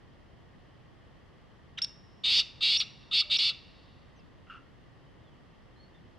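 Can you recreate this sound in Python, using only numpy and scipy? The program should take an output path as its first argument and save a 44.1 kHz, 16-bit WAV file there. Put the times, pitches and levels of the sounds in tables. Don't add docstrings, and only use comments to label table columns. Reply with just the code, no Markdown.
import sys
import numpy as np
from scipy import signal
from scipy.fft import rfft, irfft, next_fast_len
from scipy.io import wavfile
from scipy.ndimage import uniform_filter1d

SR = 44100
rng = np.random.default_rng(int(sys.argv[2]) if len(sys.argv) > 2 else 0)


def put_to_file(sound):
    columns = np.atleast_2d(sound).T
    safe = np.clip(columns, -1, 1)
    whole_steps = np.round(safe * 32767)
    wavfile.write(sys.argv[1], SR, whole_steps.astype(np.int16))


N = 272582

# start in seconds, length in seconds, level in dB, swell over the note in dB,
# attack in seconds, starting pitch in Hz, top pitch in Hz, share of the note at which pitch tops,
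# starting flutter in Hz, roughness at the top from 0 to 1, hiss relative to the tone in dB.
RASP_NOTES = [ (2.236, .188, -24.5, 5, .009, 3498, 4230, .84, 283, .15, -8.5),
              (2.607, .230, -25, -2, .024, 3630, 3906, .66, 257, 0.41, -11),
              (3.111, 0.12, -24.5, 2.5, 0.027, 3507, 3946, .66, 246, 0.38, -15),
              (3.298, .223, -25.5, -3, 0.018, 3610, 3940, 0.77, 248, .58, -12)]
# frequency in Hz, relative gain in dB.
THROAT_COLOUR = [(1000, -21), (1700, -22), (2200, -1.5), (2750, 4.5), (3100, -2), (3650, 4), (4100, -6),
                 (4550, -2.5), (5200, -8), (5900, -4.5), (9000, -14.5), (10300, -22), (15000, -35)]
# frequency in Hz, relative density in dB per Hz.
HISS_SPECTRUM = [(150, -20), (800, -27.5), (1600, -27.5), (2400, -11), (3600, 2.5), (4900, -28.5),
                 (6200, -21.5), (8700, -32), (10200, -48), (12500, -43), (15000, -58.5)]
# start in seconds, length in seconds,
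# level in dB, dip in the middle in dB, top pitch in Hz, second voice in dB.
WHISTLE_NOTES = [ (1.82, .026, -27, -4.5, 5550, -11.5), (2.774, .026, -29, -7.5, 5645, -15),
                 (3.371, .016, -30, -12, 5690, -24)]
# time in seconds, pitch in Hz, level in dB, second voice in Hz,
# second voice relative to the first in dB.
CHIP_COURSE = [(1.773, 2867, -54, 1620, -15.5), (1.777, 3270, -41, 1640, -16.5),
               (1.781, 2997, -35.5, 1715, -15), (1.783, 2470, -39, 3306, -5.5),
               (1.788, 1995, -34, 3955, 10.5), (1.792, 1400, -39, 3220, 6), (1.799, 1300, -58.5, 3460, -9)]
# frequency in Hz, width per pass in Hz, gain in dB.
HOARSE_RESONANCES = [(1350, 200, 6.5), (2767, 540, -5.5), (3770, 700, -34)]
# start in seconds, length in seconds, level in dB,
# first pitch in Hz, middle pitch in Hz, last pitch in Hz.
FAR_CALLS = [ (3.249, .11, -58.5, 614, 581, 545), (4.159, .055, -72.5, 6150, 5770, 3490),
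             (4.174, .05, -67.5, 2810, 2700, 2580), (5.21, .18, -75, 3950, 3230, 2685),
             (5.759, .125, -67.5, 4060, 4320, 4360), (5.934, 0.058, -74, 3450, 3570, 3400)]
# frequency in Hz, width in Hz, gain in dB.
CALL_DIPS_AND_PEAKS = [(2495, 130, -18), (2867, 40, 4), (3140, 110, -3), (3400, 40, 4), (3660, 40, 4),
                       (3950, 90, -9), (4565, 40, 4), (4795, 40, 4), (4965, 70, -11), (5040, 50, 8),
                       (5275, 70, 6), (5565, 50, -7), (5625, 40, 4), (5710, 70, -9)]
# frequency in Hz, gain in dB.
TREE_COLOUR = [(300, -5.5), (1300, 5), (2750, 7.5), (3250, -2.5), (3750, 1.5), (4300, -.5), (5000, -1),
               (5600, 3.5), (7000, 1.5), (14000, -8)]
# frequency in Hz, difference in dB.
CALL_BALANCE = [(1500, .3), (3000, 0), (4500, -.7), (9000, -.3)]
# frequency in Hz, relative density in dB per Hz.
RUMBLE_SPECTRUM = [(12, -42), (20, -7.5), (49, -1.5), (123, 0.5), (211, -6.5), (305, -8), (419, -12),
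                   (461, -11), (900, -17.5), (1170, -49), (1980, -120)]
# frequency in Hz, relative density in dB per Hz.
HUSH_SPECTRUM = [(600, -34), (900, -1), (1170, 2.5), (1350, -4), (1650, -4), (1880, 1), (2350, -9.5),
                 (3150, -4), (3700, -13), (4900, -15.5), (7000, -27), (10000, -32.5), (15000, -44.5)]
# frequency in Hz, side minus mid in dB.
BACKGROUND_WIDTH = [(60, -2.5), (99, -3.5), (160, -1), (270, -0.5), (440, -2.5), (720, -2), (1190, -4),
                    (1960, -4), (3230, -6.5), (5320, -1)]

ONSET_DB, RELEASE_DB, RELEASE_S = -14, -18.5, .022
CLIMB_POWER, CLOSING_HZ, FLUTTER_END_HZ = 1.4, 3580, 223
ROUGH_START, ROUGH_PER_DB = .85, .03
JITTER_SHARE, SCATTER_SHARE = .04, .035
PULSE_DB = 7
PIPE_HZ, PIPE_WIDTH_HZ = 1288, 170
BREAK_DB, BREAK_S = -33, .0035
ARCH_HZ, WHISTLE_RISE_HZ_PER_S = 270, 7000
SLIDE_S, SLIDE_HZ, SLIDE_DB = .0035, 2700, -14
SECOND_HZ, SECOND_TOP_DB, SECOND_SLIDE_DB = 3870, -9.5, 6
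HOARSE_AT_S, HOARSE_DB = 4.498, -45.5
HOARSE_LEAD_S, HOARSE_LEAD_DB, HOARSE_ATTACK_S = .035, -17.5, .002
HOARSE_HOLD_S, HOARSE_SAG_DB, HOARSE_RELEASE_S, HOARSE_FADE_DB = .074, -6.5, .045, -21
FAR_EDGE_DB = -12
RUMBLE_DB, HUSH_DB = -58, -66.5
CUTOFF_HZ = 15700


def rasp(row, full_swing=.38, swing_growth=.25, pulse_lag_rad=.1285, shimmer_db=1, second_db=-8,
         second_ratio=1.14, overtone_db=-23, hiss_growth=.4, pipe_db=-52, pipe_best_db=-37, pipe_range_db=10):
    start, level_db, centre_hz, rough, flutter_hz, hiss_db = effort(row)
    n = len(level_db)
    flutter = turn(flutter_hz * (1 + JITTER_SHARE * rough * wander(130.3, n)))
    swing = full_swing * from_db(swing_growth * (level_db + 22.5))
    voice = 0
    for side_rad, side_db, ratio in [(0, 0, 1), (np.pi, second_db, second_ratio)]:
        cycle = flutter + side_rad
        throw = swing * (np.cos(cycle) - 1 / 2)
        scatter = SCATTER_SHARE * rough * wander(500, n)
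        phase = turn(centre_hz * ratio * (1 + throw + scatter))
        opened = 2 * np.pi * np.round(cycle / (2 * np.pi)) - np.pi
        phase = phase - np.interp(opened, cycle, phase)
        pulse_db = PULSE_DB * np.cos(cycle - pulse_lag_rad)
        shimmer = shimmer_db * rough * wander(150, n)
        gate = np.abs(np.cos(cycle / 2)) ** .5 * from_db(side_db + pulse_db + shimmer)
        voice = voice + gate * (np.sin(phase) + from_db(overtone_db) * np.sin(2 * phase))
    push_db = hiss_growth * np.maximum(level_db + 31.5, 0)
    bursts = white(n) * from_db(PULSE_DB / 2 * np.cos(flutter))
    hiss = from_db(hiss_db + push_db) * rms_one(colour(bursts, HISS_SPECTRUM))
    note = even(rms_one(colour(voice, THROAT_COLOUR)) + hiss)
    pipe = rms_one(resonate_twice(white(n), PIPE_HZ, PIPE_WIDTH_HZ))
    half_shut = np.exp(-((level_db - pipe_best_db) / pipe_range_db) ** 2)
    return start, from_db(level_db) * note + from_db(pipe_db) * half_shut * pipe


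def effort(row):
    (at_s, length_s, db, swell_db, attack_s, low_hz, top_hz, crest,
     flutter_hz, top_rough, hiss_db) = row
    start, t = span(at_s, length_s)
    share = t / length_s
    rise = ramp(share, crest)
    climb, sink = rise ** CLIMB_POWER, ramp(share - crest, 1 - crest) ** 2
    edges_db = ONSET_DB * (1 - ramp(t, attack_s)) + RELEASE_DB * (1 - ramp(length_s - t, RELEASE_S))
    level_db = db + swell_db * (share - .5) + edges_db + BREAK_DB * whistling(at_s + t)
    centre_hz = low_hz + (top_hz - low_hz) * climb + (CLOSING_HZ - top_hz) * sink
    rough = ROUGH_START + (top_rough - ROUGH_START) * (rise - sink) - ROUGH_PER_DB * edges_db
    flutter_hz = flutter_hz + (FLUTTER_END_HZ - flutter_hz) * share ** 2
    return start, level_db, centre_hz, np.clip(rough, 0, 1), flutter_hz, hiss_db


def whistling(s):
    amount = 0
    for at_s, length_s, *_ in WHISTLE_NOTES:
        begin = ramp(s - at_s + BREAK_S / 2, BREAK_S)
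        end = ramp(at_s + length_s + BREAK_S / 2 - s, BREAK_S)
        amount = amount + begin * end
    return amount


def even(x):
    return x / np.sqrt(uniform_filter1d(x ** 2, size=360) + 1e-12)


def whistle(row):
    at_s, length_s, db, dip_db, top_hz, second_db = row
    start, t = span(at_s - SLIDE_S, length_s + 2 * SLIDE_S)
    t = t - SLIDE_S - length_s / 2
    from_middle = np.abs(t)
    arch = ramp(from_middle, length_s / 2) ** 2
    slide = ramp(from_middle - length_s / 2, SLIDE_S)
    hz = top_hz + WHISTLE_RISE_HZ_PER_S * t - ARCH_HZ * arch - SLIDE_HZ * slide
    level_db = db + dip_db * (1 - arch) + SLIDE_DB * slide
    second_db = second_db + SECOND_TOP_DB * (1 - arch) + SECOND_SLIDE_DB * slide
    second_hz = SECOND_HZ * hz / top_hz
    return start, two_voices(hz, level_db, second_hz, second_db, octave_db=-36, hiss_db=-23.5)


def chip():
    start, controls = along(CHIP_COURSE)
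    return start, two_voices(*controls, octave_db=-17, hiss_db=-15.5)


def two_voices(hz, level_db, second_hz, second_db, octave_db, hiss_db, sum_db=-11, difference_db=-14,
               doubling_db=-24):
    n = len(hz)
    first = turn(hz * (1 + .011 * wander(400, n)))
    second = turn(second_hz * (1 + .0083 * wander(400, n)))
    sum_tone = from_db(sum_db) * np.sin(first + second)
    difference_tone = from_db(difference_db) * np.sin(first - second)
    coupled = np.sin(second) + sum_tone + difference_tone
    halves = from_db(doubling_db) * (np.sin(first / 2) + .25 * np.sin(3 * first / 2))
    rush = from_db(hiss_db) * (1 + 2 * from_db(second_db))
    hiss = rush * rms_one(colour(white(n), HISS_SPECTRUM))
    octave = from_db(octave_db + level_db + 26.5) * np.sin(2 * first)
    tone = np.sin(first) + octave + halves + from_db(second_db) * coupled + hiss
    return from_db(level_db) * tone * np.sqrt(2 / (1 + from_db(2 * second_db)))


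def hoarse_note(pulse_hz=235, noise=.096):
    start, t = span(HOARSE_AT_S - HOARSE_LEAD_S, HOARSE_LEAD_S + HOARSE_HOLD_S + HOARSE_RELEASE_S)
    t = t - HOARSE_LEAD_S
    lead_db = HOARSE_LEAD_DB * (1 - ramp(t, HOARSE_ATTACK_S))
    sag_db = HOARSE_SAG_DB * ramp(t, HOARSE_HOLD_S)
    fade_db = HOARSE_FADE_DB * ramp(t - HOARSE_HOLD_S, HOARSE_RELEASE_S)
    n = len(t)
    cycles = np.floor(turn(pulse_hz * (1 + .118 * wander(117, n))) / (2 * np.pi))
    pulses = np.diff(cycles, prepend=0) + noise * white(n)
    note = sum(from_db(db) * resonate_twice(pulses, hz, width_hz) for hz, width_hz, db in HOARSE_RESONANCES)
    return start, from_db(HOARSE_DB + lead_db + sag_db + fade_db) * rms_one(note)


def far_bird(row):
    at_s, length_s, db, first_hz, middle_hz, last_hz = row
    start, t = span(at_s, length_s)
    n, place = len(t), 2 * t / length_s - 1
    bend_hz = (first_hz + last_hz) / 2 - middle_hz
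    hz = middle_hz + (last_hz - first_hz) / 2 * place + bend_hz * place ** 2
    tone = np.sin(turn(hz * (1 + .012 * wander(200, n))))
    return start, from_db(db + FAR_EDGE_DB * place ** 2 + 3 * wander(52.5, n)) * rms_one(tone)


def narrow_colour(x):
    for hz, width_hz, db in CALL_DIPS_AND_PEAKS:
        x = x + (from_db(db) - 1) * resonate(x + 1e-18, hz, width_hz)
    return x


def trees(x, near_db=-19, near_t60_s=.34, far_db=-30, far_t60_s=1.67, build_s=.014):
    t = np.arange(2 * SR) / SR
    tail = 0
    for level_db, t60_s in [(near_db, near_t60_s), (far_db, far_t60_s)]:
        decay = from_db(-60 * t / t60_s) * (1 - np.exp(-t / build_s))
        tail = tail + from_db(level_db) * rms_one(rng.standard_normal(len(t)) * decay)
    return signal.fftconvolve(x, colour(tail, TREE_COLOUR) / np.sqrt(len(t)))[:N]


def background(spectrum, level_db):
    mid, side = [rms_one(colour(rng.standard_normal(N), spectrum)) for _ in range(2)]
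    return from_db(level_db) * (mid + colour(side, BACKGROUND_WIDTH) * np.array([[1], [-1]]))


def from_db(db):
    return 10 ** (np.asarray(db) / 20)


def rms_one(x):
    return x / np.sqrt(np.mean(x ** 2) + 1e-20)


def span(start_s, length_s):
    return int(start_s * SR), np.arange(int(length_s * SR)) / SR


def ramp(t, length):
    return np.clip(t / length, 0, 1)


def along(rows):
    s, *columns = np.transpose(rows)
    s = np.sort(s)
    at = np.arange(int(s[0] * SR), int(s[-1] * SR))
    return at[0], [uniform_filter1d(np.interp(at / SR, s, c), size=50) for c in columns]


def turn(hz):
    return 2 * np.pi * np.cumsum(hz) / SR


def white(size):
    return rng.standard_normal(32768)[:size]


def wander(rate_hz, size):
    r = np.exp(-2 * np.pi * rate_hz / SR)
    smooth = signal.lfilter([1], [1, -2 * r, r * r], rng.standard_normal(32768))
    return rms_one(smooth)[4096:4096 + size]


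def resonate(x, hz, width_hz):
    r = np.exp(-np.pi * width_hz / SR)
    poles = [1, -2 * r * np.cos(2 * np.pi * hz / SR), r * r]
    return signal.lfilter(np.array([1, 0, -1]) * (1 - r * r) / 2, poles, x)


def resonate_twice(x, hz, width_hz):
    return resonate(resonate(x, hz, width_hz), hz, width_hz)


def colour(x, points):
    hz, db = np.transpose(points)
    size = next_fast_len(len(x) + 2048)
    bins_hz = np.maximum(np.arange(size // 2 + 1) * SR / size, 1)
    gain = from_db(np.interp(np.log(bins_hz), np.log(hz), db))
    return irfft(rfft(x, size) * gain, size)[:len(x)]


def add(out, start, sound):
    n = len(sound)
    out[start:start + n] += sound * signal.windows.tukey(n, min(1, 80 / n))


def scene(tail_side_db=-13):
    birds = np.zeros(N)
    calls = [*map(rasp, RASP_NOTES), *map(whistle, WHISTLE_NOTES), chip()]
    for start, sound in [*calls, hoarse_note(), *map(far_bird, FAR_CALLS)]:
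        add(birds, start, sound)
    direct = narrow_colour(birds)
    heard = direct + trees(direct)
    call = np.array([colour(heard, [(hz, side * db / 2) for hz, db in CALL_BALANCE]) for side in (1, -1)])
    spread = from_db(tail_side_db) * trees(direct) * np.array([[1], [-1]])
    return call + spread + background(RUMBLE_SPECTRUM, RUMBLE_DB) + background(HUSH_SPECTRUM, HUSH_DB)


def record(dry):
    return signal.sosfilt(signal.ellip(10, .1, 80, CUTOFF_HZ, fs=SR, output="sos"), dry)


dry = scene()
out = record(dry)
put_to_file(out)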